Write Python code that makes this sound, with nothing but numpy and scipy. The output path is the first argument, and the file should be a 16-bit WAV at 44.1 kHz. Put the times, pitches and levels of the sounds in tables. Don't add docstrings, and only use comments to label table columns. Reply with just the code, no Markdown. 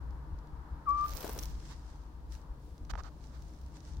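import sys
import numpy as np
from scipy import signal
from scipy.fft import rfft, irfft, next_fast_len
from scipy.io import wavfile
from scipy.ndimage import uniform_filter1d, map_coordinates

SR = 44100
rng = np.random.default_rng(int(sys.argv[2]) if len(sys.argv) > 2 else 0)


def master(y):
    cut = np.clip(np.atleast_2d(y).T, -1, 1)
    pcm = np.round(cut * 32767)
    wavfile.write(sys.argv[1], SR, pcm.astype(np.int16))


N = 176400
TIME = np.arange(N) / SR


def amp(db):
    return 10 ** (np.asarray(db) / 20)


def unit(x):
    return x / np.sqrt(np.mean(x ** 2) + 1e-20)


def along(points, hz):
    freqs, values = np.transpose(points)
    return np.interp(np.log(hz + 1), np.log(freqs + 1), values)


def curves(rows):
    times, *columns = np.transpose(rows)
    return np.array([np.interp(TIME, times, column) for column in columns])


def gate(rows):
    return (TIME > rows[0][0]) * (TIME < rows[-1][0])


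def pan(db):
    return amp(np.array([[db], [-db]]) / 2)


def pan_bands(x, balance):
    return filtered(x, lambda hz: amp(np.outer([1, -1], along(balance, hz)) / 2))


def wobble(rate):
    return map_coordinates(rng.standard_normal(int(N * rate / SR) + 4), [TIME * rate])


def filtered(x, response):
    size = next_fast_len(N + SR // 2)
    return irfft(rfft(x, size) * response(np.fft.rfftfreq(size, 1 / SR)), size)[..., :N]


def coloured(x, tone):
    return unit(filtered(x, lambda hz: amp(along(tone, hz))))


def noise(tone):
    return coloured(rng.standard_normal((2, N)), tone)


def friction(tone, slips_per_s, spread_db, smooth, life_s=0.00082):
    slipping = rng.random(N) < slips_per_s / SR
    sizes = amp(spread_db * np.clip(rng.standard_normal(N), -2, 2))
    bursts = unit(signal.lfilter([1], [1, -np.exp(-1 / (life_s * SR))], slipping * sizes))
    return coloured(np.hypot(bursts, smooth) * rng.standard_normal((2, N)), tone)


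def click(tone, size=512):
    cepstrum = irfft(np.log(amp(along(tone, np.fft.rfftfreq(size, 1 / SR)))))
    cepstrum[1:size // 2] *= 2
    cepstrum[size // 2 + 1:] = 0
    pulse = irfft(np.exp(rfft(cepstrum)))
    return pulse / np.linalg.norm(pulse)


# frequency in Hz, coherence from 0 to 1.
COHERENCE = [(60, 0.93), (130, 0.96), (290, 0.89), (640, 0.67), (1400, 0), (3000, 0)]
# frequency in Hz, left over right in dB.
ROOM_BALANCE = [(60, 3.5), (200, 1), (700, 3.5), (1300, 2.5), (2400, 2.5), (4400, -0.5), (8000, -1.5)]
def diffuse(tone):
    def mid_side_gains(hz):
        angle = np.arccos(np.clip(along(COHERENCE, hz), -1, 1)) / 2
        return np.array([np.cos(angle), np.sin(angle)])
    mid, side = filtered(noise(tone), mid_side_gains)
    return unit(pan_bands(np.array([mid + side, mid - side]), ROOM_BALANCE))


# time in seconds, relative level in dB.
RUMBLE_LEVEL = [(0.0, -44), (0.08, -38.5), (0.27, -48), (0.33, -36.5), (0.49, -56), (0.54, -42), (0.7, -56),
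                (0.73, -35), (0.82, -58), (0.91, -42.5), (1.08, -47), (1.14, -38), (1.22, -60.5),
                (1.26, -45), (1.59, -39.5), (1.61, -46), (2.17, -48.5), (2.36, -42), (2.45, -53.5),
                (2.52, -38.5), (2.57, -57), (2.73, -43.5), (2.76, -67), (2.83, -37.5), (2.87, -52),
                (2.92, -37), (3.17, -52.5), (3.44, -44.5), (3.61, -51.5), (3.64, -41.5), (3.78, -55),
                (4.0, -36.5)]
DRONE_LEVEL = [(0, -53), (.85, -53.5), (1.45, -52), (2, -57), (2.6, -54.5), (3.3, -55), (4, -54.5)]
WHIR_LEVEL = [(0, -60), (.8, -57.5), (1.5, -61), (2.2, -65), (2.9, -65.5), (3.3, -67.5), (4, -65)]
# frequency in Hz, gain in dB.
RUMBLE_TONE = [(15, -27.5), (28, -12), (38, -9), (50, -1), (57, 0.5), (65, -1.5), (78, -13.5), (105, -23.5),
               (200, -29.5), (800, -110)]
DRONE_TONE = [(60, -4.5), (115, -5.5), (138, 1.5), (175, -5.5), (210, -14), (250, -7.5), (278, -12),
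              (305, -4.5), (335, -12), (380, -17.5), (410, -16), (700, -24), (1200, -42.5), (5000, -89)]
WHIR_TONE = [(400, -28), (700, -13), (830, -2.5), (935, 2.5), (1060, -3.5), (1190, -4), (1350, -7.5),
             (1650, -10.5), (2500, -29), (12000, -70)]
HISS_TONE = [(400, 1.5), (800, 0), (1130, -5.5), (1500, -14.5), (2400, -16), (4500, -14.5), (8000, -23),
             (15500, -25)]
def background(evenness=.7, window_s=.06):
    low = diffuse(RUMBLE_TONE)
    power = np.abs(uniform_filter1d(np.mean(low ** 2, axis=0), int(window_s * SR))) + 1e-9
    evened = unit(low / power ** (evenness / 2))
    rumble = amp(curves(RUMBLE_LEVEL) + 1) * evened
    whir = amp(curves(WHIR_LEVEL) + 1.3 * wobble(rate=6)) * diffuse(WHIR_TONE)
    drone = amp(curves(DRONE_LEVEL)) * diffuse(DRONE_TONE)
    hiss = amp(-65.3) * diffuse(HISS_TONE)
    return rumble + drone + hiss + whir


# crest time, rise and fall over 20 dB in seconds; level, pan, treble in dB.
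SWISHES = [(1.5, 0.48, 0.14, -59, -3.5, -16), (1.705, 0.32, 0.14, -57.5, -1, -16.5),
           (1.9, 0.32, 0.27, -66, -2.5, -20), (2.327, 0.039, 0.11, -58, -1.5, -7),
           (2.652, 0.12, 0.46, -73, -1.5, -2), (3.245, .06, 0.13, -66, -7, -25),
           (3.48, 0.83, 0.85, -69, -5.5, -9), (3.76, 0.039, 0.07, -60, -2, -21),
           (3.88, 0.093, 0.16, -61, -4, -20)]
# frequency in Hz, gain in dB.
CLOTH_TONE = [(500, -18.5), (1600, 2), (2500, -4), (4000, -0.5), (5300, 1.5), (8300, -6), (11000, -16.5),
              (14600, -32), (16000, -27)]
SLIP_TREBLE = [(4000, -24), (8000, -1), (11000, -3), (14500, -4.5), (16000, -1.5)]
def sleeves():
    out = np.zeros((2, N))
    for crest, rise, fall, db, pan_db, treble_db in SWISHES:
        cloth = friction(CLOTH_TONE, slips_per_s=130, spread_db=5.5, smooth=1.6)
        cloth += amp(treble_db) * noise(SLIP_TREBLE)
        envelope = amp(db - 20 * np.maximum((crest - TIME) / rise, (TIME - crest) / fall))
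        out += cloth * pan(pan_db) * envelope
    return out


# time in seconds, left and right levels in dB.
CRACKLE_LEVEL = [(.86, -100, -100), (.9, -70, -71.5), (.99, -60.5, -57.5), (1.06, -55, -56.5),
                 (1.17, -55.5, -47), (1.24, -49.5, -48.5), (1.3, -54, -50), (1.345, -55.5, -54),
                 (1.43, -55, -64.5), (1.48, -62, -65.5), (1.56, -90, -86)]
FIZZ_LEVEL = [(.98, -105, -82), (1.06, -79, -57), (1.1, -75, -49.5), (1.18, -71, -46), (1.28, -61, -52),
              (1.345, -65, -49.5), (1.42, -51, -52.5), (1.49, -72, -65.5), (1.58, -95, -81)]
# time in seconds, level in dB.
SCUFF_LEVEL = [(1.08, -74), (1.17, -57.5), (1.245, -47.5), (1.283, -49.5), (1.303, -49.5), (1.328, -66),
               (1.365, -49.5), (1.41, -58.5), (1.5, -89.5)]
# frequency in Hz, gain in dB.
SKIN_TONE = [(300, 4.5), (1000, 7.5), (1900, -0.5), (2500, -0.5), (3500, -1), (5500, 1), (9000, -10),
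             (12000, -18), (16000, -18.5)]
FIZZ_TONE = [(7000, -15.5), (10500, -9), (13000, -3), (14600, 1), (16000, -3.5)]
CASING_TONE = [(120, -8.5), (280, -5.5), (500, 1), (900, -8.5), (1400, -12), (3000, -25)]
def grip():
    crackle = friction(SKIN_TONE, slips_per_s=750, spread_db=4.6, smooth=.55)
    fizz = friction(FIZZ_TONE, slips_per_s=500, spread_db=5.5, smooth=.4)
    mid, side = friction(CASING_TONE, slips_per_s=590, spread_db=.5, smooth=.8)
    scuff = unit(np.array([mid + .28 * side, mid - .21 * side])) * pan(db=6)
    layers = [(crackle, CRACKLE_LEVEL), (fizz, FIZZ_LEVEL), (scuff, SCUFF_LEVEL)]
    return sum(sound * amp(curves(level)) * gate(level) for sound, level in layers)


# start in seconds; relative level, pan, treble in dB.
SNAPS = [(.108, -50.5, -1, -13.5), (.388, -48.5, 1, -12), (.472, -53, 1, -11), (.893, -46, -9.5, 1),
         (.907, -44.5, -13.5, -15.5), (1.012, -46.5, -10, -3.5), (1.082, -38, -6, -2.5),
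         (1.094, -41.5, -12, 4.5), (1.107, -34, 0, -13.5), (1.168, -38, -8, -1), (1.1712, -37.5, -12.5, 3),
         (1.2062, -35, 6, -10), (1.2345, -39, -3.5, 1), (1.2947, -35.5, 2, 2.5), (1.334, -42, -2, 1),
         (1.3775, -36.5, -3, 1), (1.3898, -29, -8, 0), (1.394, -36, -6, 0.5), (1.416, -45, -2, -8),
         (1.4295, -34.5, -13, -7), (1.435, -32.5, -1, 1.5), (1.456, -35.5, -7.5, -3.5), (2.78, -49, -2, -7),
         (2.85, -49, -9, -11), (3.036, -45, -10, -19), (3.241, -48, -4, -20), (3.422, -44, 2, -10),
         (3.614, -53.5, -7, -1), (3.664, -57, -2, -1), (3.805, -45.5, -13.5, -17.5), (3.97, -45, 2, -12)]
# frequency in Hz, gain in dB.
SNAP_TONE = [(500, -1), (2500, -7), (4200, 3.5), (6200, 4.5), (9000, -24), (15000, -32)]
def snaps(t60_s=.017):
    out = np.zeros((2, N))
    body, top = noise(SNAP_TONE), noise(SLIP_TREBLE)
    dull, bright = click(SNAP_TONE), click(SLIP_TREBLE)
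    for start, db, pan_db, treble_db in SNAPS:
        onset = int(start * SR)
        span = slice(onset, onset + SR // 20)
        decay = amp(db - 11.5 - 60 * (TIME[span] - start) / t60_s)
        out[:, span] += pan(pan_db) * decay * (body[:, span] + amp(treble_db) * top[:, span])
        release = amp(db + 2) * (dull + amp(treble_db + 1.5) * bright)
        out[:, onset:onset + len(release)] += pan(pan_db) * release
    return out


# start in seconds, level in dB.
BUMPS = [(1.2945, -33), (1.364, -35.5)]
# frequency in Hz, gain in dB, 60 dB decay time in seconds.
CASING_MODES = [(465, -2.5, 0.017), (697, -7, .018), (967, -5, 0.0052)]
def bumps():
    out = np.zeros(N)
    for start, db in BUMPS:
        age = np.clip(TIME - start, 0, .5)
        for hz, gain_db, t60 in CASING_MODES:
            out += amp(db + gain_db - 60 * age / t60) * np.sin(2 * np.pi * hz * age)
    return out


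# start and length in seconds, level and treble in dB,
# the hollow's first and last pitch in Hz.
SCRAPES = [(1.687, 0.064, -61.5, 1, 1009, 1006), (2.8938, 0.025, -48, 1, 1400, 910),
           (2.971, 0.0458, -49, -9.5, 947, 1404), (3.025, 0.075, -56, -6, 1336, 1316),
           (3.318, 0.071, -68.5, 1, 1324, 1330)]
# frequency in Hz, gain in dB.
SCRAPE_BODY = [(300, -16), (650, 7), (1000, 10.5), (1600, 3), (2400, -11), (5000, -50)]
SCRAPE_TREBLE = [(500, -8), (1500, 8), (2500, -1), (4500, 3.5), (6800, -2.5), (9500, -19.5), (15000, -19)]
def finger_scrapes():
    out = np.zeros((2, N))
    body, top = noise(SCRAPE_BODY), noise(SCRAPE_TREBLE)
    narrowband = wobble(rate=400) + 1j * wobble(rate=400)
    for start, length, db, treble_db, from_hz, to_hz in SCRAPES:
        stroke = np.clip((TIME - start) / length, 0, 1)
        hz = from_hz + (to_hz - from_hz) * stroke
        hollow = np.real(narrowband * np.exp(2j * np.pi * np.cumsum(hz) / SR))
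        scrape = amp(-2) * body + amp(-4) * hollow + amp(treble_db) * top
        out += amp(db) * np.sin(np.pi * stroke) * scrape
    return out * pan(db=-10.5)


# start in seconds, relative level in dB.
TAPS = [(2.9368, -32.5), (2.954, -31), (2.977, -38), (3.005, -39)]
# initial frequency in Hz, gain in dB, 60 dB decay time in seconds.
PORT_MODES = [(960, -3, 0.015), (1280, -2, 0.011), (1500, -3, 0.0047), (2870, -2.5, 0.0026),
              (5800, -16, 0.0051)]
def finger_taps(attack_s=.00025, sag_per_s=12, knock_t60_s=.069, cutoff_hz=7000):
    ring, knock = np.zeros(N), np.zeros(N)
    for start, db in TAPS:
        age = np.clip(TIME - start, 0, .5)
        blow = amp(db) * (1 - np.exp(-age / attack_s)) ** 2
        slowed_age = np.log1p(sag_per_s * age) / sag_per_s
        for hz, gain_db, t60 in PORT_MODES:
            ring += blow * amp(gain_db - 60 * age / t60) * np.sin(2 * np.pi * hz * slowed_age)
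        knock += blow * amp(-18 - 60 * age / knock_t60_s)
    taps = ring * pan(db=-10.5) + knock * diffuse(CASING_TONE)
    return filtered(taps, lambda hz: 1 / np.hypot(1, (hz / cutoff_hz) ** 6))


# frequency in Hz, reverberation time in seconds.
ROOM_T60 = [(200, .45), (1200, .45), (10000, .2)]
def room(x):
    hz, age, spectra = signal.stft(rng.standard_normal((2, SR // 2)), SR, nperseg=256)
    decay = amp(-60 * age / along(ROOM_T60, hz)[:, None])
    tail = signal.istft(spectra * decay, SR, nperseg=256)[1]
    return signal.fftconvolve(x[None], tail / np.linalg.norm(tail[0]), axes=1)[:, :N]


# time in seconds, pitch in Hz, level in dB.
HOOT = [(.857, 1380, -58), (.867, 1261, -44.5), (.876, 1169, -33.5), (.886, 1139, -28.5),
        (.908, 1147, -28.5), (.93, 1166, -31), (.98, 1173, -32.5), (1.018, 1177, -31), (1.053, 1194, -34.5),
        (1.063, 1247, -44)]
# harmonic number, relative level in dB.
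OVERTONES = [(2, -36.5), (3, -51)]
def owl(shimmer=.025, jitter=.003, left_lag_s=.000125, wall_delay_s=.064):
    hz, db = curves(HOOT)
    envelope = np.sqrt(2) * amp(db) * gate(HOOT) * (1 + shimmer * wobble(rate=500))
    hz = hz * (1 + jitter * wobble(rate=250))
    phase = 2 * np.pi * (np.cumsum(hz) / SR - hz * np.array([[left_lag_s], [0]]))
    fundamental = envelope * np.sin(phase)
    overtones = envelope * sum(amp(level) * np.sin(round(k) * phase) for k, level in OVERTONES)
    echo = amp(-21.5) * np.roll(fundamental, int(wall_delay_s * SR), axis=1)
    reverb = amp(-14.5) * room(fundamental[0] + overtones[0])
    return fundamental * pan(db=6.6) + overtones + echo + reverb


# frequency in Hz, left over right in dB.
PORT_BALANCE = [(300, 3.5), (1500, 2.5), (3000, 3), (4800, 1.5), (6000, -5), (7200, 0.5), (9000, 3),
                (12000, 0), (16000, -2.5)]
def scene():
    hoot = owl()
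    rubbing = pan_bands(grip() + snaps() + sleeves(), PORT_BALANCE)
    return hoot + rubbing + bumps() + finger_scrapes() + finger_taps() + background()


def record(dry, fade_s=.008, top_hz=15900):
    fade = np.clip(np.minimum(TIME, TIME[::-1]) / fade_s, 0, 1)
    return filtered(dry * fade, lambda hz: hz < top_hz)


dry = scene()
out = record(dry)
master(out)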